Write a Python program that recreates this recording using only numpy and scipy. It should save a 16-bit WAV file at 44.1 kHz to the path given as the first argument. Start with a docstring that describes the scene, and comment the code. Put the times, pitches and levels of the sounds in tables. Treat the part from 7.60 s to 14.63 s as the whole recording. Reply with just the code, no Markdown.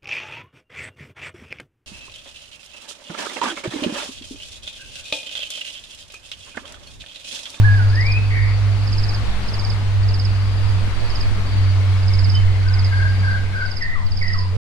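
"""Forest with bird and insects

A bird whistles, buzzes and warbles (pitch-curve sines with tremor); a farther one rattles.
A near insect chirps in swelling runs of falling pulses; others answer, blurred by echoes.
A low drone, like a distant engine, swells and fades over a deeper hum (slow-wandering sines).
Shaped noise makes the soft wash of air and leaves, the buffeting and two small late knocks.
"""
import sys
import numpy as np
from scipy import signal
from scipy.fft import rfft, irfft
from scipy.io import wavfile
from scipy.ndimage import uniform_filter1d

SR = 44100
rng = np.random.default_rng(int(sys.argv[2]) if len(sys.argv) > 2 else 0)


def to_wav(sig):
    """Store sig (one row per channel, or 1-D mono) as 16-bit WAV at the path in sys.argv[1].

    Samples outside -1..1 are clipped; the rate is SR.
    """
    pcm = np.clip(np.atleast_2d(sig), -1, 1) * 32767
    pcm = np.round(pcm).astype(np.int16)
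    wavfile.write(sys.argv[1], SR, pcm.T)  # frames by channels


N = 310023
TIME = np.arange(N) / SR


def amp(db):
    """Decibels to gain."""
    return 10 ** (np.asarray(db) / 20)


def evened(x):
    """Scales to rms 1."""
    return x / np.sqrt(np.mean(x ** 2) + 1e-20)


def read(points, hz):
    """Reads a spectrum table on a log-frequency axis."""
    f, value = np.transpose(points)
    return np.interp(np.log(hz + 1), np.log(np.maximum(f, 0) + 1), value)


def follow(rows, t):
    """Reads every column of a curve at the times t."""
    s, *columns = np.transpose(rows)
    return [np.interp(t, s, c) for c in columns]


def add(mix, s, sound):
    """Lays a sound into the mix from time s."""
    part = mix[max(round(s * SR), 0):][:len(sound)]
    part += sound[:len(part)]


def wander(per_s):
    """Smooth random curve of rms 1: noise low-passed at about per_s Hz."""
    f = np.fft.rfftfreq(N, 1 / SR)
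    lowpass = np.exp(-(f / per_s) ** 2) * (f > 0)
    return evened(irfft(rfft(rng.standard_normal(N)) * lowpass, N))


def place(x, left_db, lead_ms):
    """Sets direction: left is left_db louder and lead_ms earlier than right; negative reverses."""
    f = np.fft.rfftfreq(N, 1 / SR)
    late = irfft(rfft(x) * np.exp(-2j * np.pi * f * lead_ms / 1000), N)
    return np.array([x * amp(left_db / 2), late * amp(-left_db / 2)])


def forest(x):
    """Scattered echoes from trunks and leaves, different at left and right."""
    # echo decay: hz, t60_s
    trees = [(500, 0.44), (2000, 0.53), (5000, 0.39), (12000, 0.067)]
    taps = rng.standard_normal((2, SR)) * (rng.random((2, SR)) < 2000 / SR)  # 2000 echoes/s
    taps[:, :SR // 200] = 0  # none in the first 5 ms
    hz, t, z = signal.stft(taps, SR, nperseg=256)
    decay = amp(-60 * t / read(trees, hz)[:, None])
    tail = signal.istft(z * decay, SR, nperseg=256)[1]
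    return signal.fftconvolve(x[None], tail / np.linalg.norm(tail[0]), axes=1)[:, :N]


def note(start, length, hz, db, glide, settle_s, attack_s, onset_db, fade_db):
    """One bird note as rows (s, Hz, dB): starts a share `glide` off pitch and onset_db off level."""
    t = np.linspace(0, length, 50)
    pitch = hz * (1 + glide * np.exp(-t / settle_s))
    level = db + onset_db * np.maximum(1 - t / attack_s, 0) + fade_db * (t / length) ** 2
    return np.column_stack([start + t, pitch, level])


def sing(notes, gain_db, trill_hz, trills_per_s, rough, uneven_db, left_db, lead_ms, wet_db):
    """A whistle on its pitch curve; a quick tremor of the syrinx makes it trill or buzz."""
    pitch, level = np.full(N, float(notes[0][0][1])), np.zeros(N)
    for rows in notes:
        hz, db = follow(rows, TIME)
        edge_s = np.minimum(TIME - rows[0][0], rows[-1][0] - TIME)
        gate = np.clip(edge_s / 0.00805 + 1, 0, 1)
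        pitch = np.where(gate > 0, hz, pitch)
        level += amp(db + gain_db) * np.sin(np.pi / 2 * gate) ** 2
    tremor_hz = trills_per_s * (1 + 0.1534 * wander(23.8))
    tremor = np.sin(2 * np.pi * np.cumsum(tremor_hz) / SR)
    pitch = pitch * (1 + rough * wander(245)) + trill_hz * tremor
    level = level * amp(uneven_db * wander(45))  # the note swells unevenly
    voice = np.sqrt(2) * level * np.sin(2 * np.pi * np.cumsum(pitch) / SR)
    return place(voice, left_db, lead_ms) + amp(wet_db) * forest(voice)


def birds(cry_hz=1942, low_cry_hz=990, break_s=.01):
    """A falling and a rising whistle, a buzz, a pip, four warbles, two cries that break downward."""
    # all levels are before gain_db
    # falling whistle, scooping up into its first tone: time_s, pitch_hz, level_db
    falling_curve = [(.028, 1420, -45.5), (.05, 1710, -31), (.09, 1656, -29), (.152, 1650, -30),
                     (.173, 1610, -40.5), (.205, 1462, -33), (.24, 1445, -44)]
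    # rising whistle: time_s, pitch_hz, level_db
    rising_curve = [(0.335, 1654, -33), (0.35, 1730, -35.5), (0.41, 1998, -29.5), (0.455, 2260, -32),
                    (0.49, 2407, -28.5), (0.545, 2483, -30.5), (0.58, 2580, -30.5)]
    # hoarse buzz: start_s, length_s, pitch_hz, level_db
    buzz_rows = [(0.71, 0.2, 2090, -28.5)]
    # lone pip: start_s, length_s, pitch_hz, level_db
    pip_rows = [(4.746, 0.037, 3064, -28.5)]
    # warbles: start_s, length_s, pitch_hz, level_db
    warble_rows = [(5.043, .135, 1486, -41.5), (5.316, 0.18, 1560, -32), (5.631, 0.144, 1555, -30.5),
                   (5.935, 0.13, 1506, -31.5)]
    # cries: start_s, high_s, low_s, first_pitch_offset_share, level_db, high_change_db, low_level_db
    cry_rows = [(6.213, .135, .075, -.02, -32.5, 2, -34.5), (6.617, .12, 0.122, 0.079, -28.5, -4, -37)]

    buzzes = [note(*row, glide=-0.0295, settle_s=0.075, attack_s=0.024, onset_db=-1, fade_db=-12)
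              for row in buzz_rows]
    pips = [note(*row, glide=-.01, settle_s=0.016, attack_s=.016, onset_db=-6, fade_db=-6)
            for row in pip_rows]
    warbles = [note(*row, glide=.035, settle_s=0.0916, attack_s=.02, onset_db=-3.5, fade_db=-1)
               for row in warble_rows]
    cries, drops = [], []
    for s, high_s, low_s, glide, db, change_db, low_db in cry_rows:
        cries.append(note(s, high_s, cry_hz, db, glide,
                          settle_s=.014, attack_s=.015, onset_db=1.5, fade_db=change_db))
        drops.append(note(s + high_s + break_s, low_s, low_cry_hz, low_db, glide=.32,
                          settle_s=.017, attack_s=.02, onset_db=3, fade_db=-2))
    return (sing([falling_curve], gain_db=4, trill_hz=8.3, trills_per_s=37, rough=.003,
                 uneven_db=2, left_db=-9.0, lead_ms=0.2, wet_db=-10.5)
            + sing([rising_curve], gain_db=1.5, trill_hz=25, trills_per_s=64, rough=0.0097,
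                   uneven_db=2.4, left_db=2.5, lead_ms=0.11, wet_db=-8.0)
            + sing(buzzes, gain_db=-1.5, trill_hz=203, trills_per_s=51, rough=0.042,
                   uneven_db=-1.5, left_db=0.0, lead_ms=0.16, wet_db=-4.5)
            + sing(pips, gain_db=0.5, trill_hz=9.2, trills_per_s=36, rough=0.0058,
                   uneven_db=2, left_db=-4.5, lead_ms=0.0307, wet_db=-11.5)
            + sing(warbles, gain_db=2.7, trill_hz=54.7, trills_per_s=27, rough=0.012,
                   uneven_db=2.5, left_db=3.0, lead_ms=0.18, wet_db=-9.0)
            + sing(cries, gain_db=2, trill_hz=84, trills_per_s=36, rough=0.02,
                   uneven_db=3.5, left_db=-1.5, lead_ms=0.15, wet_db=-9.5)
            + sing(drops, gain_db=-1, trill_hz=28, trills_per_s=45, rough=0.025,
                   uneven_db=1.9, left_db=-2, lead_ms=.22, wet_db=-12))


def stroke(hz, fall_hz, half_s, skirt_db, rasp, octave_db=-29):
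    """One wing stroke: the scraper slows along the file, so the tone falls as the pulse swells and dies."""
    t = np.arange(-SR // 40, SR // 40) / SR
    detune, stretch = rng.standard_normal(2)
    slip = evened(uniform_filter1d(rng.standard_normal(len(t)), size=60))  # uneven teeth
    pitch = hz * (1 + .006 * detune + rasp * slip) - fall_hz * np.tanh(t / 0.0153)
    core = np.exp(-(t / half_s / np.exp(0.15 * stretch)) ** 2)
    skirt = np.exp(-((t - .003) / .013) ** 2)  # wider and later than the core
    shape = core + amp(skirt_db) * skirt
    angle = 2 * np.pi * (np.cumsum(pitch) / SR + rng.random())
    tone = np.sin(angle) + amp(octave_db) * np.sin(2 * angle)
    return np.sqrt(2) * shape / shape.max() * tone


def near_insect(full_db=-28.0, wet_db=-14, full_hz=4978, hz_per_db=22, stroke_s=.0545, warm_up_s=0.0467):
    """Runs of strokes from the right, growing louder and higher; leaves throw back a late echo of each."""
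    # runs: first_stroke_s, last_stroke_s, first_stroke_re_full_db
    near_runs = [(.302, .523, -9), (1.223, 1.548, -13.5), (1.834, 2.105, -13.5), (2.436, 2.654, -10.5),
                 (3.452, 3.612, -11.5), (4.431, 4.755, -10.5), (5.033, 5.249, -12.5), (6.009, 6.226, -18),
                 (6.468, 6.79, -10)]
    out, bounced = np.zeros(N), np.zeros(N)
    for first, last, soft_db in near_runs:
        for s in np.linspace(first, last, round((last - first) / stroke_s) + 1):
            effort_db = soft_db * np.exp(-(s - first) / warm_up_s)
            pulse = amp(full_db + effort_db) * stroke(
                hz=full_hz + hz_per_db * effort_db, fall_hz=655, half_s=0.0026, skirt_db=-4.5, rasp=0.02)
            start = s - len(pulse) / SR / 2
            add(out, start, pulse)
            delay_s = rng.uniform(.005, .025)
            add(bounced, start + delay_s, pulse * amp(rng.uniform(-26, -15)))
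    direct = place(out, left_db=-10.5, lead_ms=0.054)
    return direct + place(bounced, left_db=-28.5, lead_ms=0) + amp(wet_db) * forest(out)


def far_insects(direct_db=-2, wet_db=-3):
    """Similar strokes from deeper in the wood, without the swell, blurred by echoes."""
    # runs: start_s, end_s, pitch_hz, level_db (before the gains below)
    far_runs = [(0.115, .56, 4760, -41.5), (0.661, .95, 4670, -40.5), (0.98, 1.07, 5530, -46),
                (1.127, 1.6, 4610, -42.5), (1.854, 2.17, 4810, -45), (2.699, 3.12, 4730, -39.5),
                (3.352, 3.68, 4610, -40), (3.871, 4.14, 4630, -39.5), (4.381, 4.78, 4910, -42.5),
                (5.265, 5.74, 4760, -39.5), (5.967, 6.25, 4706, -42), (6.546, 6.85, 4830, -40)]
    out = np.zeros(N)
    for start, end, hz, db in far_runs:
        for s in np.arange(start, end, .056):
            level = amp(db - 2.0 + 1.2 * rng.standard_normal())
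            pulse = level * stroke(hz=hz, fall_hz=305.0, half_s=0.011, skirt_db=-14.5, rasp=0.02)
            add(out, s - len(pulse) / SR / 2, pulse)
    return amp(direct_db) * place(out, left_db=-5.5, lead_ms=0.048) + amp(wet_db) * forest(out)


def rattle(top_hz=2380, bottom_hz=1890, wet_db=-2.0):
    """A distant bird repeats one short falling note, slowing a little as it goes."""
    # level curve: time_s, level_db (before a 4 dB cut and chance)
    rattle_curve = [(3.4, -43), (3.9, -40), (4.5, -36.5), (5, -35), (5.6, -36), (6.2, -37.5)]
    k = np.arange(37)
    times = 3.4875 + .0722 * k + .00006 * k ** 2
    pitch = np.linspace(top_hz, bottom_hz, SR // 36)
    envelope = np.sqrt(2) * np.hanning(len(pitch))
    out = np.zeros(N)
    for s, db in zip(times, *follow(rattle_curve, times)):
        turns = np.cumsum(pitch * (1 + 0.019 * rng.standard_normal())) / SR
        level = amp(db - 4 + 2 * rng.standard_normal())
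        add(out, s - len(envelope) / SR / 2, level * envelope * np.sin(2 * np.pi * turns))
    return place(out, left_db=4, lead_ms=0.08) + amp(wet_db) * forest(out)


def drone(flutter_db=1.0, sway_db=-1.5, waver_db=3.5):
    """A low sine that sags in pitch, swells and fades, with two faint wavering overtones."""
    # pitch: time_s, pitch_hz
    pitch_curve = [(0.0, 104), (0.13, 100.1), (1.92, 100.2), (2.48, 97.84), (4.57, 95.15), (6.25, 95.84),
                   (6.95, 92.9)]
    # swells and fades: time_s, level_db
    level_curve = [(0.0, -10), (0.13, -11), (0.39, -16), (1.12, -17), (1.62, -23), (1.74, -37),
                   (1.82, -25.5), (1.86, -37), (1.95, -22.5), (2.46, -16), (3.21, -18.5), (3.33, -31),
                   (3.89, -22.5), (4.01, -14), (5.65, -16.5), (6.29, -34), (6.64, -24.5), (6.95, -18.5)]
    # drift between the channels: time_s, left_re_right_db
    side_curve = [(0.0, 1.5), (1.14, -5.5), (1.68, 2.0), (3.68, -7.5), (3.85, 0.5), (4.68, -5.5),
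                  (5.3, -0.5), (5.9, -3.5), (6.1, 6.5), (6.95, -3.5)]
    # overtones: multiple, peak_level_db, peak_s, fall_away_db_per_s
    harmonics = [(2, -45, 7.1, 1), (3, -48, 3.9, 6.5)]
    (hz,), (db,), (left_db,) = [follow(c, TIME) for c in (pitch_curve, level_curve, side_curve)]
    angle = 2 * np.pi * np.cumsum(hz) / SR
    tone = amp(db + flutter_db * wander(10)) * np.sin(angle)
    out = place(tone, left_db + sway_db * wander(18), lead_ms=-1.13)
    for multiple, top_db, top_s, fall_db_per_s in harmonics:
        level = amp(top_db - fall_db_per_s * np.abs(TIME - top_s) + waver_db * wander(2.4))
        out = out + level * np.sin(multiple * angle + 0.84 * wander(4.1))
    return np.sqrt(2) * out


def undertone(waver_db=2.0):
    """A wavering hum below the drone; late on its pitch rises and its level drops."""
    hz = 53.45 + 6.43 * np.clip((TIME - 5.5) / 0.69, 0, 1)
    db = -30 - 18 * np.maximum(TIME - 5.7, 0) + waver_db * wander(4.4)
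    hum = np.sqrt(2) * amp(db) * np.sin(2 * np.pi * np.cumsum(hz) / SR)
    return place(hum, left_db=4.5, lead_ms=2.2)


def air(spectrum, patchy_db):
    """Noise with drifting patches in time and frequency, partly alike at left and right."""
    # likeness of the channels: hz, correlation
    alike = [(60, 0.78), (130, 0.35), (280, 0.21), (590, 0.6), (1270, 0.39), (2730, 0), (5850, 0.0086),
             (12600, 0.041)]
    # balance: hz, left_re_right_db
    balance = [(60, -13.5), (110, 7.5), (200, 1), (360, -0.5), (650, 4), (1170, 2.5), (2120, 4), (3830, 2),
               (6940, 2), (12600, 0.5)]
    frames, hz = N // 512 + 6, np.fft.rfftfreq(2048, 1 / SR)
    a, b, c, d, patches = rng.standard_normal((5, frames, len(hz)))
    patches = uniform_filter1d(patches, size=6, axis=0)
    patches = evened(uniform_filter1d(patches, size=16, axis=1))
    same, left = np.clip(read(alike, hz), -1, 1), a + 1j * b
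    right = same * left + np.sqrt(1 - same ** 2) * (c + 1j * d)
    lean = amp(read(balance, hz) / 2)
    z = np.array([left * lean, right / lean])
    z *= amp(read(spectrum, hz) + patchy_db * patches)
    return signal.istft(z.transpose(0, 2, 1), nperseg=2048, noverlap=1536)[1][:, :N]


def wash(body_db=-34.5, treble_db=-44.0, split_hz=3000, swell_db=0.98,
         turn_down_at_s=5.39, body_down_db_per_s=3.5, hiss_down_db_per_s=3):
    """Air and the finer hiss of leaves, gently swelling; the noise level is turned down towards the end."""
    # noise colour before each band is scaled: hz, density_db_per_hz
    wash_spectrum = [(76, -41), (130, -8), (152, -10), (191, -9), (250, -14.5), (541, -18), (1100, -18),
                     (2780, -21), (3570, -22.5), (4420, -21.5), (5790, -30), (9930, -38.5), (11600, -43),
                     (13000, -49.5)]
    swell, down_s = swell_db * wander(0.68), np.maximum(TIME - turn_down_at_s, 0)
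    noise = air(wash_spectrum, patchy_db=1.17)
    low = signal.sosfiltfilt(signal.butter(2, split_hz, fs=SR, output="sos"), noise)
    body = amp(body_db + swell - body_down_db_per_s * down_s) * evened(low)
    hiss = amp(treble_db + swell - hiss_down_db_per_s * down_s) * evened(noise - low)
    return body + hiss


def buffet(level_db=-23):
    """Slow eddies press on the microphone: low noise, partly alike at left and right."""
    # noise colour before scaling: hz, density_db_per_hz
    buffet_spectrum = [(1, -15), (5, 10.5), (11, 11.5), (22, -12.5), (40, -24), (80, -7), (130, -21),
                       (250, -59), (1000, -100)]
    shared, *own = rng.standard_normal((3, N))
    colour = amp(read(buffet_spectrum, np.fft.rfftfreq(N, 1 / SR)))
    rumble = irfft(rfft(shared + 2.5 * np.array(own)) * colour, N)
    return amp(level_db + 2.45 * wander(1.3)) * evened(rumble)


def knocks():
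    """Small knocks close to the microphone: band-shaped noise with a sudden start, dying exponentially."""
    # knocks: start_s, level_db, centre_hz, width_octaves, t60_s
    knock_rows = [(6.881, -50, 4983, 0.89, 0.034), (6.926, -38, 473, 0.36, 0.41)]
    out, hz = np.zeros((2, N)), np.fft.rfftfreq(N, 1 / SR)
    for s, db, centre, octaves, t60 in knock_rows:
        band = np.exp(-(np.log2((hz + 1) / centre) / octaves) ** 2)
        burst = evened(irfft(rfft(rng.standard_normal(N)) * band, N))
        out += burst * (TIME >= s) * amp(db - 60 * np.abs(TIME - s) / t60)
    return out


def scene():
    """Everything in the wood."""
    return (birds() + near_insect() + far_insects() + rattle() + drone() + undertone()
            + wash() + buffet() + knocks())


def record(dry, end_s=6.969, edge_hz=13000):
    """The sound stops just before the end over 3 ms; then a low-pass limits the band."""
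    gated = dry * np.clip((end_s - TIME) / .003, 0, 1)
    lowpass = signal.firwin(511, edge_hz, window=("kaiser", 9), fs=SR)
    return signal.oaconvolve(gated, lowpass[None], "same")


dry = scene()
out = record(dry)
to_wav(out)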